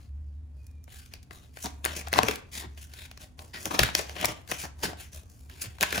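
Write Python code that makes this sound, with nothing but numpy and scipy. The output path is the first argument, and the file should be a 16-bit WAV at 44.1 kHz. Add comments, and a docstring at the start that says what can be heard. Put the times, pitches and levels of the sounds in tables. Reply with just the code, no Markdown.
"""In a small room, fingertips nudge a card over a marble table with a very faint squeak. Then stiff
cards are shuffled just beside the microphone. Packets slide over each other in many tiny slips, which
make a grainy rasp. Edges catch and let go with a snap, and the deck knocks softly into the palm.
A low wavering hum and quiet room noise lie underneath."""
import sys
import numpy as np
from scipy import signal
from scipy.fft import rfft, irfft
from scipy.io import wavfile

SR = 44100
rng = np.random.default_rng(int(sys.argv[2]) if len(sys.argv) > 2 else 0)


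def generate_wav(signal):
    """Clip the signal to [-1, 1] and save it as 16-bit WAV at the path in sys.argv[1]."""
    frames = np.transpose(np.atleast_2d(signal))
    scaled = np.clip(frames, -1, 1) * 32767
    pcm = np.round(scaled).astype(np.int16)
    wavfile.write(sys.argv[1], SR, pcm)


N = 264600
TIME = np.arange(N) / SR

# Card sliding over card: start t/s, speeding up/s, slowing down/s, rasp level/dB,
# flexing body over rasp/dB, edge hiss over rasp/dB
STROKES = [(0.0, 0.0072, 0.087, -62, -1.5, -4), (0.565, 0.017, .25, -79, -9, 5),
           (0.865, 0.087, 0.14, -53, -12.5, 1), (1.1, 0.036, .05, -55, -6, -8),
           (1.3, 0.05, 0.071, -56.5, 0, 2), (1.41, 0.023, 0.089, -62, 0, -2),
           (1.53, 0.096, 0.097, -51.5, -10, 3), (1.61, 0.027, 0.02, -48.5, -19, 11.5),
           (1.635, 0.026, 0.018, -42, 9, -11), (1.845, 0.011, 0.2, -38.5, -3.5, -7),
           (1.945, .03, 0.047, -42, 0.5, 3.5), (2.13, 0.044, 0.025, -29.5, -0.5, -8),
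           (2.215, 0.086, 0.087, -42, -0.5, -2), (2.511, 0.063, 0.059, -39.5, -6.5, 2.5),
           (2.58, 0.07, 0.018, -46.5, 3, -19), (2.77, 0.021, .04, -58.5, -4, 3),
           (2.805, 0.012, 0.067, -52.5, -19, 3), (2.88, 0.17, 0.024, -48.5, -11, -1),
           (3.19, 0.038, 0.044, -52, -3.5, 2), (3.37, .025, 0.13, -58, 4, 3),
           (3.53, 0.026, 0.046, -41.5, -2.5, -6), (3.565, 0.085, 0.063, -48.5, -4.5, 5.5),
           (3.648, 0.01, 0.034, -43, 11, -11), (3.699, 0.016, 0.19, -39, 3.5, -3.5),
           (3.785, 0.016, 0.1, -31, -7.5, -4.5), (3.951, 0.027, .045, -34.5, -3, 1.5),
           (4.02, 0.025, 0.42, -50.5, -1.5, -3.5), (4.145, 0.087, 0.062, -39.5, -2, -6),
           (4.265, 0.021, 0.048, -37.5, -0.5, -4.5), (4.48, 0.034, 0.063, -39.5, -5, -0.5),
           (4.55, 0.064, 0.051, -42.5, -8, 4), (4.63, 0.015, 0.027, -42.5, 7.5, -6),
           (4.765, 0.093, .02, -55, 1, 4), (4.822, 0.024, 0.024, -30, -2, -1),
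           (4.865, 0.014, 0.071, -48.5, 7.5, -2), (4.965, 0.044, 0.072, -47.5, -7.5, -0.5),
           (5.115, 0.019, 0.081, -50.5, -5.5, 3), (5.29, 0.016, 0.3, -71.5, -5.5, 9.5),
           (5.492, 0.021, 0.39, -56.5, -4, -2.5), (5.564, .04, .03, -56, -7, 1.5),
           (5.608, .014, 0.028, -40, -13, 9), (5.63, .022, 0.024, -40, 0, -4.5),
           (5.801, 0.022, 0.016, -32.5, 1, -3), (5.832, .006, 0.21, -38.5, -14, -6),
           (5.91, .068, 0.016, -29.5, -4.5, -5)]
# Card edges snapping: t/s, level/dB, brightness/dB, ring f/Hz, time to fade by 60 dB/s, left over right/dB
SNAPS = [(0.6667, -66.5, 19, 4430, 0.016, 0), (0.7116, -73.5, 12, 4950, .018, -3),
         (0.841, -71, 24, 4950, 0.0061, -1), (0.878, -58.5, -12, 2020, .028, 2),
         (1.0608, -58, 12, 2840, 0.0062, 1), (1.1367, -41, 4, 4400, 0.015, 1),
         (1.2281, -59, 10, 4410, 0.041, 1), (1.3081, -45.5, -6.5, 1720, 0.016, 8),
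         (1.5707, -42, -2.5, 1660, .014, 4.5), (1.6584, -37, 9, 4700, 0.0056, 0),
         (1.8441, -37.5, 2.5, 3550, 0.013, 11.5), (1.8511, -29.5, 14.5, 1450, 0.0024, 1),
         (1.859, -26.5, -2.5, 1610, 0.0055, 1), (2.0709, -39.5, -6.5, 700, 0.042, 3),
         (2.0838, -42, 7, 1440, 0.0046, 1), (2.1288, -23.5, 0.5, 1910, .009, 1.5),
         (2.137, -25, -2, 3960, 0.0082, 2), (2.159, -33.5, -11.5, 1100, 0.046, 1),
         (2.1823, -26, -2, 1060, 0.016, 6), (2.1879, -17, -8.5, 973, .008, 2),
         (2.1909, -38, -12.5, 657, 0.029, -3.5), (2.232, -22.5, 0.5, 1750, 0.0049, 0),
         (2.284, -21, -1, 2250, 0.025, -0.5), (2.31, -31, 2.5, 2550, 0.022, 0),
         (2.3567, -39.5, 9, 3140, 0.018, 0), (2.7749, -46.5, 2.5, 2990, 0.064, 1),
         (2.936, -46, 5.5, 5080, 0.024, -1), (3.113, -45, 2, 2650, 0.012, -1),
         (3.1745, -47, 2, 5500, 0.013, -2), (3.3907, -43.5, -0.5, 3820, .025, -2.5),
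         (3.6555, -32.5, 11, 5830, 0.008, 1.5), (3.7079, -35.5, -12.5, 1020, 0.046, 4),
         (3.7477, -31, -6, 5040, 0.031, 1), (3.7915, -19, -0.5, 3960, 0.0095, 8.5),
         (3.7933, -18.5, 1, 2770, 0.016, -5.5), (3.8329, -19, 2, 1380, .018, -2),
         (3.8882, -35, -7, 2120, 0.011, 2.5), (3.9505, -19, 3, 5750, .011, .5),
         (3.99, -29.5, -5.5, 490, 0.071, 3.5), (4.095, -39.5, -2, 3620, 0.0065, 0),
         (4.1637, -38.5, -7, 2300, 0.054, 3.5), (4.212, -33, 5, 2540, .014, 1),
         (4.24, -41.5, -21, 756, 0.033, 4.5), (4.2448, -23, 1, 1960, 0.03, 4),
         (4.255, -29.5, 15, 4740, 0.012, -2.5), (4.476, -52.5, 7, 2046, .015, 10),
         (4.5147, -29.5, 7.5, 2070, 0.014, 1), (4.5191, -32, -7.5, 2170, 0.014, 0.5),
         (4.8339, -33.5, -3, 1750, 0.0064, -7), (4.853, -32, 0, 1650, .02, 2),
         (4.931, -49.5, -14.5, 710, 0.018, 5), (5.2979, -65, 15.5, 5850, 0.015, -3.5),
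         (5.497, -48, 2, 1700, 0.024, -4), (5.784, -48.5, -3, 1640, 0.017, 5),
         (5.8095, -26.5, 7.5, 4250, 0.0037, 2.5), (5.8277, -20.5, 4.5, 1600, 0.0059, -1),
         (5.8327, -21, -1.5, 2030, 0.019, 2), (5.9254, -26.5, 0.5, 1490, 0.017, 1.5),
         (5.978, -29.5, -5.5, 2500, 0.025, -3)]
# The three parts of a card's sound (low body, middle rasp, high hiss): lowest f/Hz, highest f/Hz
BANDS_HZ = [(150, 1100), (1100, 6000), (6000, 17000)]


def from_db(db):
    """Turn decibels into a factor to multiply a sound by."""
    return 10 ** (np.asarray(db) / 20)


def rms_one(x):
    """Scale a sound so that its average strength (rms) is 1."""
    return x / np.sqrt(np.mean(x ** 2) + 1e-20)


def at_hz(points, hz):
    """Read between the rows of a table, with frequency spaced as the ear hears it."""
    f, value = np.transpose(points)
    return np.interp(np.log(hz + 1), np.log(f + 1), value)


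def band(x, edges_hz, order=2):
    """Keep what lies between two frequencies; a higher order cuts more steeply."""
    sections = signal.butter(order, np.clip(edges_hz, 10, .45 * SR), "band", fs=SR, output="sos")
    return signal.sosfilt(sections, x)


def coloured(x, spectrum):
    """Turn each frequency up or down as a table says."""
    return irfft(rfft(x) * from_db(at_hz(spectrum, np.fft.rfftfreq(N, 1 / SR))), N)


def drift(rate_hz):
    """A smooth random wobble of typical size 1, with little in it faster than rate_hz."""
    coarse = TIME[::20]
    hz = np.fft.rfftfreq(len(coarse), coarse[1])
    slow = irfft(rfft(rng.standard_normal(len(coarse))) / (1 + (hz / rate_hz) ** 4), len(coarse))
    return np.interp(TIME, coarse, rms_one(slow))


def resonance(x, hz, width_hz):
    """Let a sound ring at one frequency; the narrower the width, the longer it rings."""
    r = np.exp(-np.pi * width_hz / SR)
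    feedback = [1, -2 * r * np.cos(2 * np.pi * hz / SR), r * r]
    return signal.lfilter(np.array([1, 0, -1]) * (1 - r * r) / 2, feedback, x + 1e-18)


def panned(x, pan_db):
    """Make the left side pan_db louder than the right."""
    return x * from_db(np.array([[.5], [-.5]]) * pan_db)


def sliding_gains():
    """Strength of body, rasp and hiss over time: the faster a card slides, the louder it rubs."""
    drag_db, grip_db, scrape_db = (-76, -80.5, -80), (-71, -76, -73.5), (-7, -2.5, -10.5)  # per band
    slowed_db, slowing_curve, speed_law = 13.5, 1.84, 1.15
    swell_db_per_s, fade_db_per_s = 1304, 700
    # Fingertips drag a card over the marble; after 1 s the cards keep shifting faintly in the grip.
    held = TIME > 1
    uneven_db = 2.0 * drift(2.7)
    power = np.array([from_db(np.where(held, grip, drag) + uneven_db) ** 2
                      for grip, drag in zip(grip_db, drag_db)])
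    for start, rise_s, fall_s, db, body_db, hiss_db in STROKES:
        moving = (TIME > start) & (TIME < start + .5)
        t = TIME[moving] - start
        speeding_up = np.sin(np.pi / 2 * np.minimum(t / rise_s, 1))
        slowing = np.maximum(t - rise_s, 0) / fall_s
        speed = speeding_up * from_db(-slowed_db * slowing ** slowing_curve)
        strengths = from_db(db + np.array([body_db, 0, hiss_db]))
        power[:, moving] += np.outer(strengths, speed ** speed_law) ** 2
    # An edge scrapes up to its snap and on after it, more quietly than the snap itself.
    for s, db, bright_db, *_ in SNAPS:
        near = slice(max(int(s * SR) - SR // 20, 0), int(s * SR) + SR // 20)
        t = TIME[near] - s
        scrape = from_db(-11 + np.minimum(swell_db_per_s * t, -fade_db_per_s * t))
        strengths = from_db(db + np.array([-bright_db, 0, bright_db]) + scrape_db)
        power[:, near] += np.outer(strengths, scrape) ** 2
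    return np.sqrt(power)


def friction(per_s, size_db):
    """Tiny slips of uneven size, mixed with the smooth noise of fibres brushing."""
    sizes = from_db(size_db * np.minimum(rng.exponential(1, N), 4)) * rng.choice([-1, 1], N)
    slips = (rng.random(N) < per_s / SR) * sizes / np.sqrt(per_s)
    return rms_one(rms_one(slips) + rng.standard_normal(N))


def deck(x):
    """The held deck rings a little, which lifts some frequencies of each rub and snap."""
    # Where the deck rings: f/Hz, width/Hz, boost/dB
    deck_rings = [(395, 40, 4.5), (700, 150, 6), (1064, 205, 3), (1568, 310, 6), (1955, 410, 4.5),
                  (2464, 260, 5), (4420, 440, 1.5)]
    return x + sum((from_db(db) - 1) * resonance(x, hz, width) for hz, width, db in deck_rings)


def bending(x, depth, sharpness):
    """As the cards bend and the grip shifts, papery rings come and go."""
    centres_hz = np.geomspace(300, 6000, 14)
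    return x + depth * sum(resonance(x, hz, hz / sharpness) * drift(6) for hz in centres_hz)


def slides(trim_db, judder_db, slips_per_s, spread):
    """Cards rasp: harder sliding makes more slips a second, and the grip shakes all bands together."""
    # Tone colour of card rubbing on card: f/Hz, level/dB
    card_colour = [(170, 4), (310, -2), (520, -6), (720, -7.5), (1050, -5.5), (1500, -3), (2400, -1),
                   (3400, 0.5), (5000, -3), (7000, -5), (10000, -6), (13500, -9.5)]
    gains = sliding_gains()
    per_s = slips_per_s * (gains[1] / from_db(-40.5)) ** .3  # equals slips_per_s at a rasp of -40.5 dB
    centre, card_edges = (friction(per_s, size_db=2.5) for _ in range(2))
    # A card rubs along its whole width, so each side hears partly different slips.
    slips = centre + spread * band(card_edges, (250, 7000), order=1) * np.array([[1], [-1]])
    rasp = bending(deck(coloured(slips, card_colour)), depth=0.87, sharpness=11.0)
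    grip_db = judder_db * drift(90)
    return sum(rms_one(band(rasp, edges, order=3)) * gain * from_db(trim + grip_db)
               for edges, gain, trim in zip(BANDS_HZ, gains, trim_db))


def hum(pitch_hz, waver_hz, trim_db, flutter_db, rumble_db, upper_hz, upper_db):
    """A low tone swells, flutters and wavers, with rumble around it and a faint higher tone."""
    # Slow swell of the low tone, in two stretches: t/s, level/dB
    hum_swell = [
        [(0.0, -49), (0.15, -36.5), (1.54, -60), (1.63, -43), (2.34, -42.5), (2.49, -74), (2.54, -42.5),
         (3.38, -59.5), (3.5, -56)],
        [(4.0, -45), (4.31, -46.5), (4.46, -72), (4.5, -50), (5.24, -48), (5.25, -75), (5.49, -41.5),
         (5.58, -58), (6.0, -39.5)],
    ]
    swell_db = np.interp(TIME, *np.vstack(hum_swell).T)
    hz = pitch_hz + waver_hz * drift(8.56)
    tone = np.sqrt(2) * np.sin(2 * np.pi * np.cumsum(hz) / SR)
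    rumble = rms_one(band(rng.standard_normal(N), (48, 125), order=3))
    upper = rms_one(resonance(rng.standard_normal(N), upper_hz, width_hz=6.7))
    tone_db = swell_db + trim_db + flutter_db * drift(16)
    return tone * from_db(tone_db) + rumble * from_db(rumble_db) + upper * from_db(upper_db)


def air(level_db, apart_db):
    """Room noise, alike on both sides in the bass and different in the treble."""
    # Tone colour of the still room: f/Hz, level/dB
    air_colour = [(15, -31.5), (25, -16.5), (49, -8.5), (82, -1), (99, -10), (123, -10), (180, -20.5),
                  (263, -22.5), (373, -33), (1370, -47.5), (8590, -60), (9840, -60), (12200, -82),
                  (16000, -81)]
    middle, side = coloured(rng.standard_normal((2, N)), air_colour)
    side = from_db(apart_db) * band(side, (250, 17000), order=1)
    above_bass = np.std(band(middle, (110, 16000), order=4))  # level_db leaves out the deep bass
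    return from_db(level_db) * (middle + side * np.array([[1], [-1]])) / above_bass


def catches():
    """An edge catches faintly at a random moment in the fast part of each stroke: rows like SNAPS."""
    under_db, bright_db, ring_hz, fade_s = 4, 3.5, 2794, 0.16
    rows = []
    for start, rise_s, fall_s, db, *_ in STROKES:
        when, octaves, side = rng.uniform(-1, 1, 3)
        s = start + rise_s + when * (fall_s if when > 0 else rise_s) / 2
        rows.append((s, db - under_db, bright_db, ring_hz * 2 ** octaves, fade_s, 2 * side))
    return rows


def snaps(trim_db, ring_gain, scatter, spread, build_s):
    """An edge lets go: a burst of small contacts around one sharp one, and the card rings briefly."""
    card_sharpness = 2.8  # frequency over width: low, as cardboard soon stops ringing
    out, t = np.zeros((2, N + SR)), TIME[:SR // 16]
    for s, db, bright_db, ring_hz, fade_s, pan_db in SNAPS + catches():
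        centre = rng.standard_normal(len(t))
        along_edge = centre + spread * band(rng.standard_normal((2, len(t))), (250, 7000), order=1)
        contacts = scatter * along_edge * (1 - np.exp(-t / build_s)) * from_db(-60 * t / fade_s)
        contacts[:, SR // 1500] += 1  # the sharp contact
        swing = np.sqrt(2000 / ring_hz)  # slow bending swings wider
        ring = swing * resonance(contacts, ring_hz, ring_hz / card_sharpness)
        card = deck(contacts + ring_gain * ring)
        snap = 0
        # A bright snap has less body and more tick.
        for edges, tilt_db, trim in zip(BANDS_HZ, (-bright_db, 0, bright_db), trim_db):
            part = band(card, edges, order=3)
            strength = np.sqrt(np.sum(part ** 2) / 2 / (SR // 200))  # as if packed into 5 ms
            snap = snap + part / strength * from_db(db + tilt_db + trim)
        start = int(s * SR)
        out[:, start:start + len(t)] += panned(snap, pan_db)
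    return out[:, :N]


def squeak(start_s, length_s, from_hz, to_hz, level_db, rough_db, fade_db):
    """A dragging fingertip squeaks very faintly, fading and sinking in pitch as it slows."""
    progress = np.clip((TIME - start_s) / length_s, 0, 1)
    hz = from_hz + (to_hz - from_hz) * progress + 25 * drift(120)
    grip = np.interp(progress, [0, .08, .92, 1], [0, 1, 1, 0])
    strength = from_db(level_db - fade_db * progress + rough_db * drift(60))
    return strength * grip * np.sin(2 * np.pi * np.cumsum(hz) / SR)


def knocks(boost_db):
    """The deck hits the palm and wakes only low tones: a fleshy blow is deeper, a firm one brighter."""
    # Blows of the deck on the hand: t/s, level/dB, tilt towards high tones/(dB per octave)
    blows = [(2.187, -26, 15.5), (2.233, -24, 12.5), (2.288, -33, 21.5), (2.659, -38, 2), (3.662, -36, 5.5),
             (3.799, -32, -8.5), (3.815, -25, -5), (3.829, -21.5, 3), (4.242, -32, 13), (4.293, -33, 3),
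             (4.522, -44, -10), (4.836, -32.5, 16), (4.859, -32.5, 9), (5.666, -37, -1), (5.933, -43, 18),
             (5.979, -36, 13)]
    # Low tones of deck and hand: f/Hz, level/dB, time to fade by 60 dB/s
    low_tones = [(65, -11, 0.17), (112, 0, 0.089), (157.7, -11.5, 0.12), (225, -9.5, 0.055),
                 (414.4, -21.5, 0.041)]
    out, t = np.zeros(N + SR), TIME[:SR // 3]
    soft_onset = 1 - np.exp(-t / 0.0032)
    for s, db, tilt in blows:
        start = int(s * SR)
        for hz, tone_db, fade_s in low_tones:
            detune, chance_db = rng.normal([1, 0], [.04, 1.5])
            ring = np.sin(2 * np.pi * hz * detune * t) * soft_onset
            strength_db = db + boost_db + tone_db + tilt * np.log2(hz / 150) + chance_db
            out[start:start + len(t)] += ring * from_db(strength_db - 60 * t / fade_s)
    return out[:N]


def room(x, gap_s):
    """Many reflections blur into a short echo, different on each side; the treble dies first."""
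    # How long the room rings: f/Hz, time to fade by 60 dB/s
    fade_times = [(150, 0.53), (1000, 0.4), (4000, 0.37), (15000, 0.03)]
    t, tail = TIME[:SR * 3 // 4], 0
    edges_hz = np.geomspace(100, 17000, 8)
    for low, high in zip(edges_hz, edges_hz[1:]):
        fade_s = at_hz(fade_times, np.sqrt(low * high))
        tail = tail + band(rng.standard_normal((2, len(t))), (low, high)) * from_db(-60 * t / fade_s)
    tail = tail * np.clip(t / gap_s - .5, 0, 1)  # reflections take a moment to arrive
    tail = tail / np.sqrt(np.sum(tail ** 2, axis=1, keepdims=True))
    return signal.fftconvolve(x, tail, axes=1)[:, :N]


def microphone(x, left_db):
    """Close sound reaches the microphone's two openings with different level and timing."""
    # Level difference between the openings: f/Hz, left over right/dB
    balance = [(60, -2.5), (130, -4.5), (250, -5.5), (520, 7), (750, 0), (1100, 0.5), (1400, -5.5),
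               (2400, 4.5), (4400, 2.5), (8000, -1.5), (15000, -2)]
    # How far the wave on the left runs ahead: f/Hz, phase/radians
    left_lead = [(0, 0), (200, 0), (600, .3), (1640, 5.0), (2500, 6.8), (6500, 6.6), (10200, 0),
                 (16200, -9.4)]
    hz = np.fft.rfftfreq(N, 1 / SR)
    response = panned(np.ones(len(hz), complex), at_hz(balance, hz) + left_db)
    response[1] *= np.exp(-1j * np.interp(hz, *np.transpose(left_lead)))
    return irfft(rfft(x) * response, N)


def scene():
    """Cards close by and a little to the left, their echo, the squeak, and the room's hum and noise."""
    sliding = slides(trim_db=(-1.5, -1.0, -1.0), judder_db=2.5, slips_per_s=1800, spread=0.47)
    snapping = snaps(trim_db=(-4.5, 0.8, -6.5), ring_gain=2.03, scatter=0.8, spread=0.96, build_s=0.00043)
    cards = sliding + snapping + knocks(boost_db=6.0)
    echo = from_db(-13.0) * room(cards, gap_s=0.0046)
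    low_hum = hum(pitch_hz=72.6, waver_hz=3.0, trim_db=-2.0, flutter_db=2.0,
                  rumble_db=-60.5, upper_hz=253.7, upper_db=-70)
    fingertip = squeak(start_s=0.565, length_s=0.42, from_hz=2490, to_hz=2340,
                       level_db=-73.0, rough_db=3.0, fade_db=6.0)
    room_noise = air(level_db=-60, apart_db=-1.5)
    return microphone(cards, left_db=2.0) + echo + fingertip + low_hum + room_noise


def record(dry):
    """Clip peaks at full scale, then cut away the highest treble."""
    cutoff_hz = 15900
    low_pass = signal.ellip(10, .2, 70, cutoff_hz, fs=SR, output="sos")
    return signal.sosfilt(low_pass, np.clip(dry, -1, 1))


dry = scene()
out = record(dry)
generate_wav(out)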